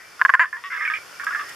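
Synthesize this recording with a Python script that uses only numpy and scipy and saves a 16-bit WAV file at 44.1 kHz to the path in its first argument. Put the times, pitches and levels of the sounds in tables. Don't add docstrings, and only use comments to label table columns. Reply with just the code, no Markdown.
import sys
import numpy as np
from scipy import signal
from scipy.fft import rfft, irfft, next_fast_len
from scipy.io import wavfile
from scipy.ndimage import map_coordinates

SR = 44100
rng = np.random.default_rng(int(sys.argv[2]) if len(sys.argv) > 2 else 0)


def output_pcm(signal):
    pcm = np.clip(np.atleast_2d(signal).T, -1, 1) * 32767
    wavfile.write(sys.argv[1], SR, np.round(pcm).astype(np.int16))


def amplitude_ratio(level_db):
    exponent = np.asarray(level_db, float) / 20
    return 10 ** exponent


N = 68355
T = np.arange(N) / SR


def unit(x):
    return x / np.sqrt(np.mean(x ** 2) + 1e-20)


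def along(points, hz):
    f, v = np.transpose(points)
    return np.interp(np.log(hz + 1), np.log(f + 1), v)


def filtered(x, response):
    m = next_fast_len(N + 8192)
    return irfft(rfft(x, m) * response(np.fft.rfftfreq(m, 1 / SR)), m)[..., :N]


def wobble(rate):
    return map_coordinates(rng.standard_normal(int(N * rate / SR) + 4), [T * rate])


def hiss():
    # frequency in Hz, relative density in dB per Hz.
    hiss_tone = [(15, -46), (25, -22.5), (177, -13.5), (258, -15), (406, -8.5), (503, -9.5), (908, -10),
                 (1360, -3.5), (2080, -7.5), (2380, -9.5), (2650, -11), (3970, -15), (5050, -11),
                 (7760, -19.5), (11300, -19), (15200, -21.5)]
    # frequency in Hz, left-right correlation from -1 to 1.
    likeness = [(60, 0.69), (180, -0.012), (540, 0.41), (1630, 0.62), (4890, 0.56), (14700, -0.3)]

    def shares(f):
        angle = np.arccos(np.clip(along(likeness, f), -1, 1)) / 2
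        return amplitude_ratio(along(hiss_tone, f)) * [np.cos(angle), np.sin(angle)]

    mid, side = filtered(rng.standard_normal((2, N)), shares)
    return unit(np.array([mid + side, mid - side]))


def crickets():
    # start in seconds, length in seconds, mean level in dB before panning, pitch in Hz.
    low_song = [(0.011, 0.14, -50.5, 2336), (0.989, 0.045, -44, 2305), (1.158, 0.108, -50, 2320)]
    # centre in Hz, half width in Hz, level in dB ahead of the bouts and chirps,
    # chirps per second, time of one chirp in seconds, chirp depth in dB either way.
    high_singers = [(5270, 14, -60.5, 35.7, 1.4996, 8), (4900, 180, -63.5, 36, 0, 2)]
    # time in seconds, change of level in dB.
    bouts = [(.58, -4), (.66, 1), (.96, 0.5), (1.05, -14), (1.2, 0.5)]
    low = np.zeros(N)
    for s, length, db, hz in low_song:
        strength = amplitude_ratio(db + 2.6 * wobble(60.65))
        tone = np.sin(2 * np.pi * hz * T + .5 * wobble(38.5))
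        gate = np.clip(np.minimum(T - s, s + length - T) / 0.0032, 0, 1)
        low += strength * tone * gate
    out = low * amplitude_ratio([[2.5], [-2.5]])
    bout_curves = (np.interp(T, *np.transpose(bouts)), 0)
    for bout_db, (hz, width_hz, db, rate, s, depth_db) in zip(bout_curves, high_singers):
        noise = rng.standard_normal((2, N))
        singer, spread = unit(filtered(noise, lambda f: 1 / (1 + ((f - hz) / width_hz) ** 2)))
        singer = unit(singer / np.abs(signal.hilbert(singer)))
        chirp_db = depth_db * np.cos(2 * np.pi * rate * (T - s))
        strength = amplitude_ratio(db + bout_db + chirp_db + wobble(2.45))
        out = out + strength * np.array([singer + 0.19 * spread, singer - 0.49 * spread])
    return out


def ticks():
    # start in seconds, peak of the burst's envelope in dB ahead of trim_db.
    leaf_ticks = [(1.2403, -28), (1.49, -29)]
    length_s, trim_db = 0.011, -0.5
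    half_s = length_s / 2
    shape = sum(amplitude_ratio(db + trim_db) * np.exp(-((T - s - half_s) / half_s) ** 2) for s, db in leaf_ticks)
    flicker = rng.standard_normal((2, N)) * amplitude_ratio(3.4 * wobble(630))
    return shape * filtered(flicker, lambda f: f / (f + 2500) / (1 + (f / 9000) ** 2))


def croak(s, length, db, fade_db, rates, modes, choke_s, jitter, scatter_db):
    rise_s, release_s, release_db = .00045, 0.022, -4
    crack_db, crack_t60_s = -40, 0.012
    luck = rng.standard_normal((64, 2))
    u = np.linspace(0, 1, 200)
    rate_curve = np.interp(u, np.linspace(0, 1, len(rates)), rates)
    beats = np.cumsum(rate_curve) * length / len(u)
    k = np.arange(int(np.round(beats[-1])) + 1)
    at = np.interp(k, beats - beats[0], u * length) + jitter * luck[k, 0] * (k > 0) / rates[0]
    size_db = db + fade_db * np.sqrt(np.abs(at) / length) + scatter_db * luck[k, 1]
    release = np.clip(1 - (length - at) / release_s, 0, 1) * (length > 2 * release_s)
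    size_db = size_db + release_db * release
    i = int(s * SR)
    span = np.arange(i, min(N, i + int((length + 0.026) * SR)))
    t = np.clip(span / SR - s - at[:, None], 0, None)

    def steps(v):
        return np.interp(at / length, np.linspace(0, 1, np.size(v)), np.ravel(v))[:, None]

    ring = sum(amplitude_ratio(steps(g) - 60 * t / t60) * np.sin(2 * np.pi * steps(hz) * t) for hz, g, t60 in modes)
    ring = ring + amplitude_ratio(crack_db - 60 * t / crack_t60_s) * rng.standard_normal(N)[span]
    since_next = np.vstack([t[1:], 0 * t[0]])
    choke = np.exp(-(since_next / choke_s) ** 2)
    rise = 1 - np.exp(-(t / rise_s) ** 2)
    out = np.zeros(N)
    out[span] = amplitude_ratio(size_db) @ (ring * choke * rise)
    return out


def echoes(x):
    t60_s = .12
    t = T[:SR // 4]
    tail = rng.standard_normal((2, len(t))) * amplitude_ratio(-60 * t / t60_s) * (t > .003)
    return signal.fftconvolve(x[None], tail / np.linalg.norm(tail[0]), axes=1)[:, :N]


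def radiated(x):
    return -signal.sosfilt(signal.cheby2(5, 29, 750, "high", fs=SR, output="sos"), x)


def purr(choke_s=0.0028, jitter=.018):
    # start in seconds, length in seconds, first pulse in dB, ring in Hz,
    # pulses per second at the start and end, t60 in seconds.
    s, length, db, hz, rates, t60 = (.9875, .192, -33, 1400, (67, 61), .014)
    return croak(s, length, db, 0, rates, [(hz, 0, t60)], choke_s, jitter, scatter_db=2.5)


def far_frogs():
    # length in seconds, first pulse in dB ahead of panning and filter, fade in dB,
    # pulses per second at mid-croak, sac in Hz, throat in Hz, throat in dB beside the sac, left minus right in dB.
    far_croaks = [(0.062, -36.5, -8, 790, 1883, 1040, -9, 2), (0.026, -26, 2, 150, 1390, 1230, -8, 0.5),
                  (0.099, -29, -17.5, 400, 1790, 1440, -2.5, -20.5),
                  (0.073, -32.5, -4, 370, 1710, 1440, 2, -3), (0.06, -19, -30, 260, 1755, 1110, -4.5, -2.5),
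                  (0.032, -21.5, -7, 357, 1710, 1065, -9, -3), (0.078, -26.5, -24.5, 490, 1780, 1080, 0, 1),
                  (0.05, -29, -8, 385, 1926, 1154, -0.5, 3), (0.05, -31.5, 6, 345, 2050, 1520, 1.5, 1),
                  (0.061, -22, -1, 334, 1734, 1163, -5, -3.5), (0.017, -24, -8, 440, 2020, 1520, 2, -4.5),
                  (0.037, -23, -4.5, 410, 2094, 1280, -8, -2.5),
                  (0.065, -19, -2, 330, 1733, 1183, -8, -3.5),
                  (0.0179, -18.5, -4.5, 323, 2310, 1800, -2.5, -4),
                  (0.021, -13.5, -13, 260, 2240, 1550, -5, -0.5),
                  (0.07, -17, -12, 322, 1690, 1274, -6.5, -4.5),
                  (0.041, -16, -11.5, 420, 2297, 1836, -5, -3.5),
                  (0.045, -15, -15.5, 380, 1616, 1420, -5.5, -4.5),
                  (0.015, -28, -9.5, 295, 1230, 1520, 2, 6.5),
                  (0.025, -14.5, -6.5, 335, 1650, 1240, -4, -2.5),
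                  (0.0132, -23, -1.5, 290, 1450, 1150, -6.5, 1),
                  (0.015, -21.5, -1.5, 336, 1760, 1300, -11, 0.5),
                  (0.0143, -15, -4, 220, 1680, 1410, -5, -3.5),
                  (0.045, -27, -2.5, 303, 1840, 1206, -2.5, -4),
                  (0.017, -22.5, -3, 296, 1630, 1263, 1, 1.3), (0.03, -27.5, -7, 295, 1175, 1700, -1, -0.5),
                  (0.095, -35.5, -4.5, 210, 1880, 1630, -2.5, -1)]
    far_starts = [0, .1945, .283, .36, .455, .5283, .567, .638, .7, .7195, .774, .795, .809, .851, .876,
                  .8995, .937, 1.1975, 1.235, 1.267, 1.307, 1.322, 1.3478, 1.366, 1.3945, 1.41, 1.44]
    # frequency in Hz, t60 in seconds.
    rasp = [(2750, 0.011), (3450, 0.0072)]
    rasp_levels = [-24, -13.5, -22, -31, -14, -35, -13, -1.5, -34, -12, -15.5, -34, -17, -17, -30, -12, -12,
                   -18.5, -11, -17.5, -13, -25, -18.5, -26, -8, -10, -23]
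    t60_s, choke_s, wet_db, lag_s_per_db = 0.039, 0.0028, -8, 1.3e-5
    arch = np.array([1 - 0.0428, 1, 1 - 0.0428])
    out = np.zeros((2, N))
    for s, rasp_db, row in zip(far_starts, rasp_levels, far_croaks):
        length, db, fade, rate, hz, low_hz, low_db, pan_db = row
        modes = [(hz, 0, t60_s), (low_hz, low_db, t60_s)] + [(f, rasp_db, t60) for f, t60 in rasp]
        x = croak(s, length, db, fade, rate * arch, modes, choke_s, jitter=.018, scatter_db=2.4)
        side = np.array([[.5], [-.5]]) * pan_db
        pair = np.array([np.interp(T + lag, T, x) for lag in side[:, 0] * lag_s_per_db])
        out += amplitude_ratio(side) * pair
    return radiated(out + amplitude_ratio(wet_db) * echoes(out.mean(0)))


def near_frog():
    # start in seconds, length in seconds, first pulse in dB ahead of the filters, fade in dB,
    # sac t60 in seconds, top ring in Hz, sac in Hz and pulses per second at even steps through the croak.
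    near_croaks = [(0.2140, 0.004, 0.52, -1, 0.017, 5960, (1650,), (232, 232)),
                   (0.2501, 0.0094, 2.4, -7, 0.017, 7200, (1650,), (210.4, 204)),
                   (0.2931, 0.0079, 0.57, -1.5, 0.013, 6560, (1624,), (225, 231.7)),
                   (0.338, 0.0140, 0.025, -1.5, 0.015, 7460, (1720, 1654), (259.7, 255, 152.5)),
                   (0.3947, 0.053, 0.078, -10.5, 0.017, 6960, (1710, 1830, 1590),
                   (305.8, 333.3, 350.8, 340.4, 316, 247))]
    # frequency in Hz, level in dB beside the sac, t60 in seconds.
    body = [(2320, -24.5, 0.006), (3100, -22, 0.0068), (4720, -29.5, 0.0056)]
    # frequency in Hz, level in dB beside the sac, t60 in seconds.
    throat = (1070, -11.5, 0.035)
    # level of the thin top ring in dB beside the sac, at even steps through the croak.
    top_levels = (-38, -29, -36)
    top_t60_s, sac_choke_s, throat_choke_s = .007, 0.00023, 0.0025
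    jitter, scatter_db = .003, .8
    thump_db, thump_s, lag_s, wet_db = -41, 0.00022, 2.6e-5, -32
    x = np.zeros(N)
    for s, length, db, fade, t60, top_hz, hz, rates in near_croaks:
        sac_modes = [(hz, 0, t60)] + body + [(top_hz, top_levels, top_t60_s)]
        x += croak(s, length, db, fade, rates, [throat], throat_choke_s, jitter, scatter_db)
        x -= croak(s, length, db, fade, rates, sac_modes, sac_choke_s, jitter, scatter_db)
    x = signal.sosfilt(signal.butter(3, 590, "high", fs=SR, output="sos"), x)
    x = signal.lfilter(*signal.iirnotch(814, 4.33, SR), x)
    for s, _, db, *_ in near_croaks:
        u = np.clip(T - s, 0, None) / thump_s
        x = x - amplitude_ratio(db + thump_db) * u * np.exp(1 - u)
    pair = filtered(x, lambda f: np.exp(1j * np.pi * f * lag_s * np.array([[-1], [1]])))
    return pair + amplitude_ratio(wet_db) * echoes(x)


def scene():
    # time in seconds, hiss level in dB ahead of hiss_db.
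    gain_curve = [(0.0, -54), (0.266, -52), (0.396, -58.5), (0.682, -53.5), (0.948, -50.5), (1.39, -48),
                  (1.55, -47)]
    hiss_db = 7
    gain_db = np.interp(T, *np.transpose(gain_curve))
    cricket_gain = amplitude_ratio(gain_db - gain_db.mean())
    frogs = near_frog() + far_frogs() + purr()
    return frogs + ticks() + cricket_gain * crickets() + amplitude_ratio(gain_db + hiss_db) * hiss()


def top_cut(x):
    return signal.sosfilt(signal.butter(12, 15310, fs=SR, output="sos"), x)


def record(dry):
    # centre in Hz, half width in Hz, depth from 0 to 1.
    mic_dips = [(3990, 196, 0.62), (8500, 49, 0.32)]
    top_hz = 13900

    def microphone(f):
        dips = [1 - np.clip(d, 0, 1) / (1 + ((f - c) / w) ** 2) for c, w, d in mic_dips]
        return 1 / (1 + (f / top_hz) ** 40) * np.prod(dips, axis=0)

    mix = np.clip(filtered(dry, microphone), -1, 1)
    return top_cut(mix)


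dry = scene()
out = record(dry)
output_pcm(out)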